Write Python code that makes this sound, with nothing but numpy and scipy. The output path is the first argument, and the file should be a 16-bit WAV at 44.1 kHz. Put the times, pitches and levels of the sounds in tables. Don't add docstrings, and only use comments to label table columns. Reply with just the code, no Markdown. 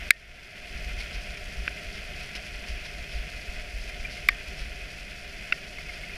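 import sys
import numpy as np
from scipy import signal
from scipy.fft import rfft, irfft, next_fast_len
from scipy.io import wavfile
from scipy.ndimage import uniform_filter1d, minimum_filter1d, map_coordinates

SR = 44100
rng = np.random.default_rng(int(sys.argv[2]) if len(sys.argv) > 2 else 0)


def put_to_file(sound):
    columns = np.atleast_2d(sound).T
    safe = np.clip(columns, -1, 1)
    whole_steps = np.round(safe * 32767)
    wavfile.write(sys.argv[1], SR, whole_steps.astype(np.int16))


N = 272083


def amp(db):
    return 10 ** (np.asarray(db) / 20)


def unit(x):
    return x / np.sqrt(np.mean(x ** 2) + 1e-20)


def noise():
    return rng.standard_normal(N)


def wobble(rate):
    return map_coordinates(rng.standard_normal(int(N * rate / SR) + 4), [np.arange(N) * rate / SR])


def filtered(x, response):
    size = next_fast_len(N + SR // 2)
    return irfft(rfft(x, size) * response(np.fft.rfftfreq(size, 1 / SR)), size)[:N]


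def along(tone, hz):
    table_hz, db = np.transpose(tone)
    return amp(np.interp(np.log(hz + 1), np.log(table_hz + 1), db))


def coloured(x, tone):
    return unit(filtered(x, lambda hz: along(tone, hz)))


def grains(rate, spread_db):
    return unit((rng.random(N) < rate / SR) * noise() * amp(spread_db * noise()))


def add(track, start_s, sound):
    part = track[round(start_s * SR):][:len(sound)]
    part += sound[:len(part)]


def swells(events):
    out, t = np.zeros(N), np.arange(SR // 3) / SR
    for start_s, db, rise_s in events:
        add(out, start_s, amp(db) * t / rise_s * np.exp(1 - t / rise_s))
    return out


# (frequency [Hz], level [dB])
AIR_TONE = [(8, -7.5), (30, 0.5), (45, -1), (53, 2), (66, -8.5), (90, -23), (200, -26.5), (500, -59.5)]
def wind(level_db, gust_db):
    return amp(level_db + gust_db * wobble(22)) * coloured(noise(), AIR_TONE)


# (time [s], level [dB], rise time [s])
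RUTS = [(0.738, -30.5, 0.017), (0.85, -25, 0.036), (0.97, -27, 0.017), (1.12, -30.5, 0.037),
        (1.575, -28, 0.02), (2.47, -36.5, .03), (2.69, -26.5, 0.026), (3.13, -27.5, 0.032),
        (3.465, -26.5, 0.021), (3.73, -26.5, 0.038), (3.99, -30, 0.029), (4.475, -28, 0.02),
        (4.59, -30, 0.041)]
def ruts(bounce_db, bounce_hz, waver_cycles, air_db):
    bounce = np.sin(2 * np.pi * (bounce_hz * np.arange(N) / SR + waver_cycles * wobble(25)))
    air = coloured(noise(), AIR_TONE)
    return swells(RUTS) * (amp(bounce_db) * bounce + amp(air_db) * air)


# (frequency [Hz], level [dB])
TRAIL_TONE = [(40, -9), (70, 6.5), (110, 1.5), (200, -5.5), (270, -6.5), (520, -8.5), (720, -6.5),
              (820, -24.5), (2000, -48)]
# (pitch [Hz], width [Hz], level [dB])
FRAME_NOTES = [(146.3, 11.5, 6.5), (199, 26.3, 3.5), (401, 29, 1.5), (605, 34, 4.5), (649, 38, 2),
               (712, 21.7, 7)]
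def frame_hum(level_db, trail_db):
    def response(hz):
        notes = sum((-1) ** k * amp(db) * 1j * hz * width / (pitch ** 2 - hz ** 2 + 1j * hz * width)
                    for k, (pitch, width, db) in enumerate(FRAME_NOTES))
        return notes / np.sqrt(1 + (hz / 770) ** 24)
    hum = unit(filtered(noise(), response))
    return amp(level_db) * (hum + amp(trail_db) * coloured(noise(), TRAIL_TONE))


# (frequency [Hz], level [dB])
SPRAY_TONE = [(1500, -24), (2800, -16.5), (3750, -7), (4100, -1.5), (4800, 1), (5650, -2.5), (6300, -7.5),
              (7900, -13.5), (9000, -14.5), (10000, -10), (10900, -23), (12000, -15), (13500, -47),
              (15000, -75)]
def paw_spray(level_db, kicks_per_s, kick_db, drift_cycles, clump_db):
    crystals = coloured(noise() + grains(rate=1800, spread_db=2), SPRAY_TONE)
    kicks = np.cos(2 * np.pi * (kicks_per_s * np.arange(N) / SR + drift_cycles * wobble(2.37)))
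    return amp(level_db + kick_db * kicks + clump_db * wobble(45)) * crystals


# (frequency [Hz], level [dB])
CRUST_TONE = [(1200, -8), (2400, 7), (3700, 0.5), (5200, 3.5), (7500, -20.5), (10000, -12.5), (15000, -42)]
# (time [s], level [dB], rise time [s])
CRUST_BREAKS = [(0.772, -43, 0.0068), (0.986, -41, 0.014), (1.118, -46.5, .03), (1.92, -47, .03),
                (2.17, -48.5, 0.049), (2.350, -37.5, 0.0067), (2.665, -44, .018), (2.835, -41, .017),
                (3.090, -47, 0.033), (3.59, -54, 0.016), (3.80, -48.5, 0.018), (4.09, -44.5, 0.037),
                (4.565, -44.5, 0.029), (5.93, -46, 0.014)]
def crunches(boost_db, scrapes_per_s, scrape_db, spread_db, scrape_rise_s):
    crust = coloured(grains(rate=6000, spread_db=-2.5), CRUST_TONE)
    draws = rng.random((round(scrapes_per_s * N / SR), 2))
    scrapes = [(when * N / SR, scrape_db + spread_db * (1 - 2 * softness), scrape_rise_s)
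               for when, softness in draws]
    return amp(boost_db) * np.hypot(swells(CRUST_BREAKS), swells(scrapes)) * crust


# (time [s], level [dB], pitch [Hz], roughness [0-1])
JOINT_SLIPS = [(1.003, -33.5, 2170, 0.07), (3.889, -35.5, 2350, 0.08), (4.048, -28.5, 2377, 0.01),
               (4.173, -37, 2170, 0.05), (4.477, -39, 2390, .18), (5.42, -39.5, 2480, .2),
               (5.782, -35, 2164, 0.1), (5.892, -33.5, 2126, 0.07), (6.033, -34.5, 2206, 0.06),
               (6.093, -38.5, 2160, 0.09), (6.132, -39, 2490, 0.04)]
def squeaks(boost_db, rise_s):
    out, t = np.zeros(N), np.arange(SR // 12) / SR
    swell = (t / rise_s * np.exp(1 - t / rise_s)) ** 2
    for start_s, db, hz, roughness in JOINT_SLIPS:
        phase = 2 * np.pi * hz * t + roughness * np.cumsum(rng.standard_normal(len(t)))
        add(out, start_s, amp(db + boost_db) * swell * np.sin(phase))
    return out


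# (pitch [Hz], level [dB], time to fade by 60 dB [s])
PART_NOTES = [(1615, -11, 0.016), (1840, -33.5, 0.17), (2070, -4, 0.02), (2290, -1.5, 0.016),
              (3200, -18, 0.014), (3660, -16, 0.016), (4290, -25.5, 0.023), (4870, -26, 0.026),
              (5430, -15, 0.0099)]
# (frequency [Hz], level [dB])
SNAP_TONE = [(600, -25), (1300, -1), (3500, 13.5), (5500, -1), (7200, -3.5), (8300, -0.5), (9700, -2),
             (11200, 0), (12200, -4), (14500, 3.5)]
# (time [s], level [dB], rise time [s], high knock [Hz], low knock [Hz],
# low knock level [dB], ring level [dB], snap level [dB], thud level [dB])
STRIKES = [(0.1066, 13.5, 0.0005, 2150, 1720, -3, -3.5, -9, -15),
           (1.678, -11.5, 0.00047, 2446, 1560, -2, -5.5, -41, -7),
           (4.2873, 5.5, 0.0017, 2190, 1166, -12, -3, -22.5, -23),
           (5.5227, 1, 0.0021, 2680, 1463, -3.5, -5, -55, -22.5)]
def rigging_clicks(high_fade_s, low_fade_s, snap_fade_s, thud_hz, thud_fade_s):
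    out, snaps = np.zeros((2, N))
    t = np.arange(SR // 6) / SR
    def note(hz, db, fade_s):
        return amp(db - 60 * t / fade_s) * np.sin(2 * np.pi * hz * t)
    for start_s, db, rise_s, high_hz, low_hz, low_db, ring_db, snap_db, thud_db in STRIKES:
        knocks = note(high_hz, 0, high_fade_s) + note(low_hz, low_db, low_fade_s)
        ring = amp(ring_db) * sum(note(*row) for row in PART_NOTES)
        press = 1 - np.exp(-(t / rise_s) ** 2)
        low_cut = signal.butter(4, .85 * low_hz, "highpass", fs=SR, output="sos")
        click = signal.sosfilt(low_cut, press * (knocks + ring))
        add(out, start_s, amp(db) * (click + note(thud_hz, thud_db, thud_fade_s)))
        add(snaps, start_s, amp(db + snap_db - 60 * t / snap_fade_s) * rng.standard_normal(len(t)))
    return out + filtered(snaps, lambda hz: along(SNAP_TONE, hz))


# (frequency [Hz], level [dB])
RUNNER_TONE = [(500, -22.5), (850, -19.5), (1200, -18.5), (1400, -7.5), (1920, -5.5), (2080, 0.5),
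               (2280, -4), (2540, 1.5), (2700, -5), (3450, -9.5), (3800, -20), (6000, -36)]
def runners(level_db, flutter_db):
    hiss = coloured(noise() + grains(rate=2500, spread_db=0), RUNNER_TONE)
    return amp(level_db + flutter_db * wobble(45)) * hiss


# (time [s], level [dB])
RUNNER_BITE = [(0.75, -40.5), (0.82, -41), (1.29, -41), (3.87, -42), (4.03, -41.5), (5.11, -43.5),
               (5.29, -43), (6.03, -42.5), (6.17, -42.5)]
def scene():
    bite_db = np.interp(np.arange(N) / SR, *np.transpose(RUNNER_BITE))
    bite_db -= bite_db.mean()
    mix = wind(-43 + 0.63 * bite_db, gust_db=2.2)
    mix += ruts(bounce_db=-5, bounce_hz=49.2, waver_cycles=0.182, air_db=-9)
    mix += frame_hum(-50.5 + 0.68 * bite_db, trail_db=-0.5)
    mix += paw_spray(-51.5 + 0.34 * bite_db, kicks_per_s=4.68, kick_db=0.5,
                     drift_cycles=0.42, clump_db=0.62)
    mix += crunches(boost_db=0.75, scrapes_per_s=8.5, scrape_db=-52.5,
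                    spread_db=1.5, scrape_rise_s=0.0058)
    mix += squeaks(boost_db=2.5, rise_s=0.0052)
    mix += rigging_clicks(high_fade_s=0.013, low_fade_s=0.014, snap_fade_s=0.0074,
                          thud_hz=524, thud_fade_s=0.0026)
    mix += runners(-42.5 + bite_db, flutter_db=0.84)
    return mix[None]


def auto_volume(x, ceiling_db, recover_db_per_s):
    level_db = 10 * np.log10(np.abs(uniform_filter1d(x ** 2, size=SR // 500)) + 1e-12)
    drop_db = minimum_filter1d(np.minimum(0, ceiling_db - level_db), size=SR // 45)
    climb_db = recover_db_per_s * np.arange(N) / SR
    gain_db = np.minimum.accumulate(drop_db - climb_db) + climb_db
    return x * amp(uniform_filter1d(gain_db, size=SR // 300))


def record(dry):
    held = auto_volume(dry[0], ceiling_db=-4, recover_db_per_s=18.5)
    top_hz = 15000
    return filtered(np.clip(held, -1, 1), lambda hz: 1 / np.sqrt(1 + (hz / top_hz) ** 120))[None]


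dry = scene()
out = record(dry)
put_to_file(out)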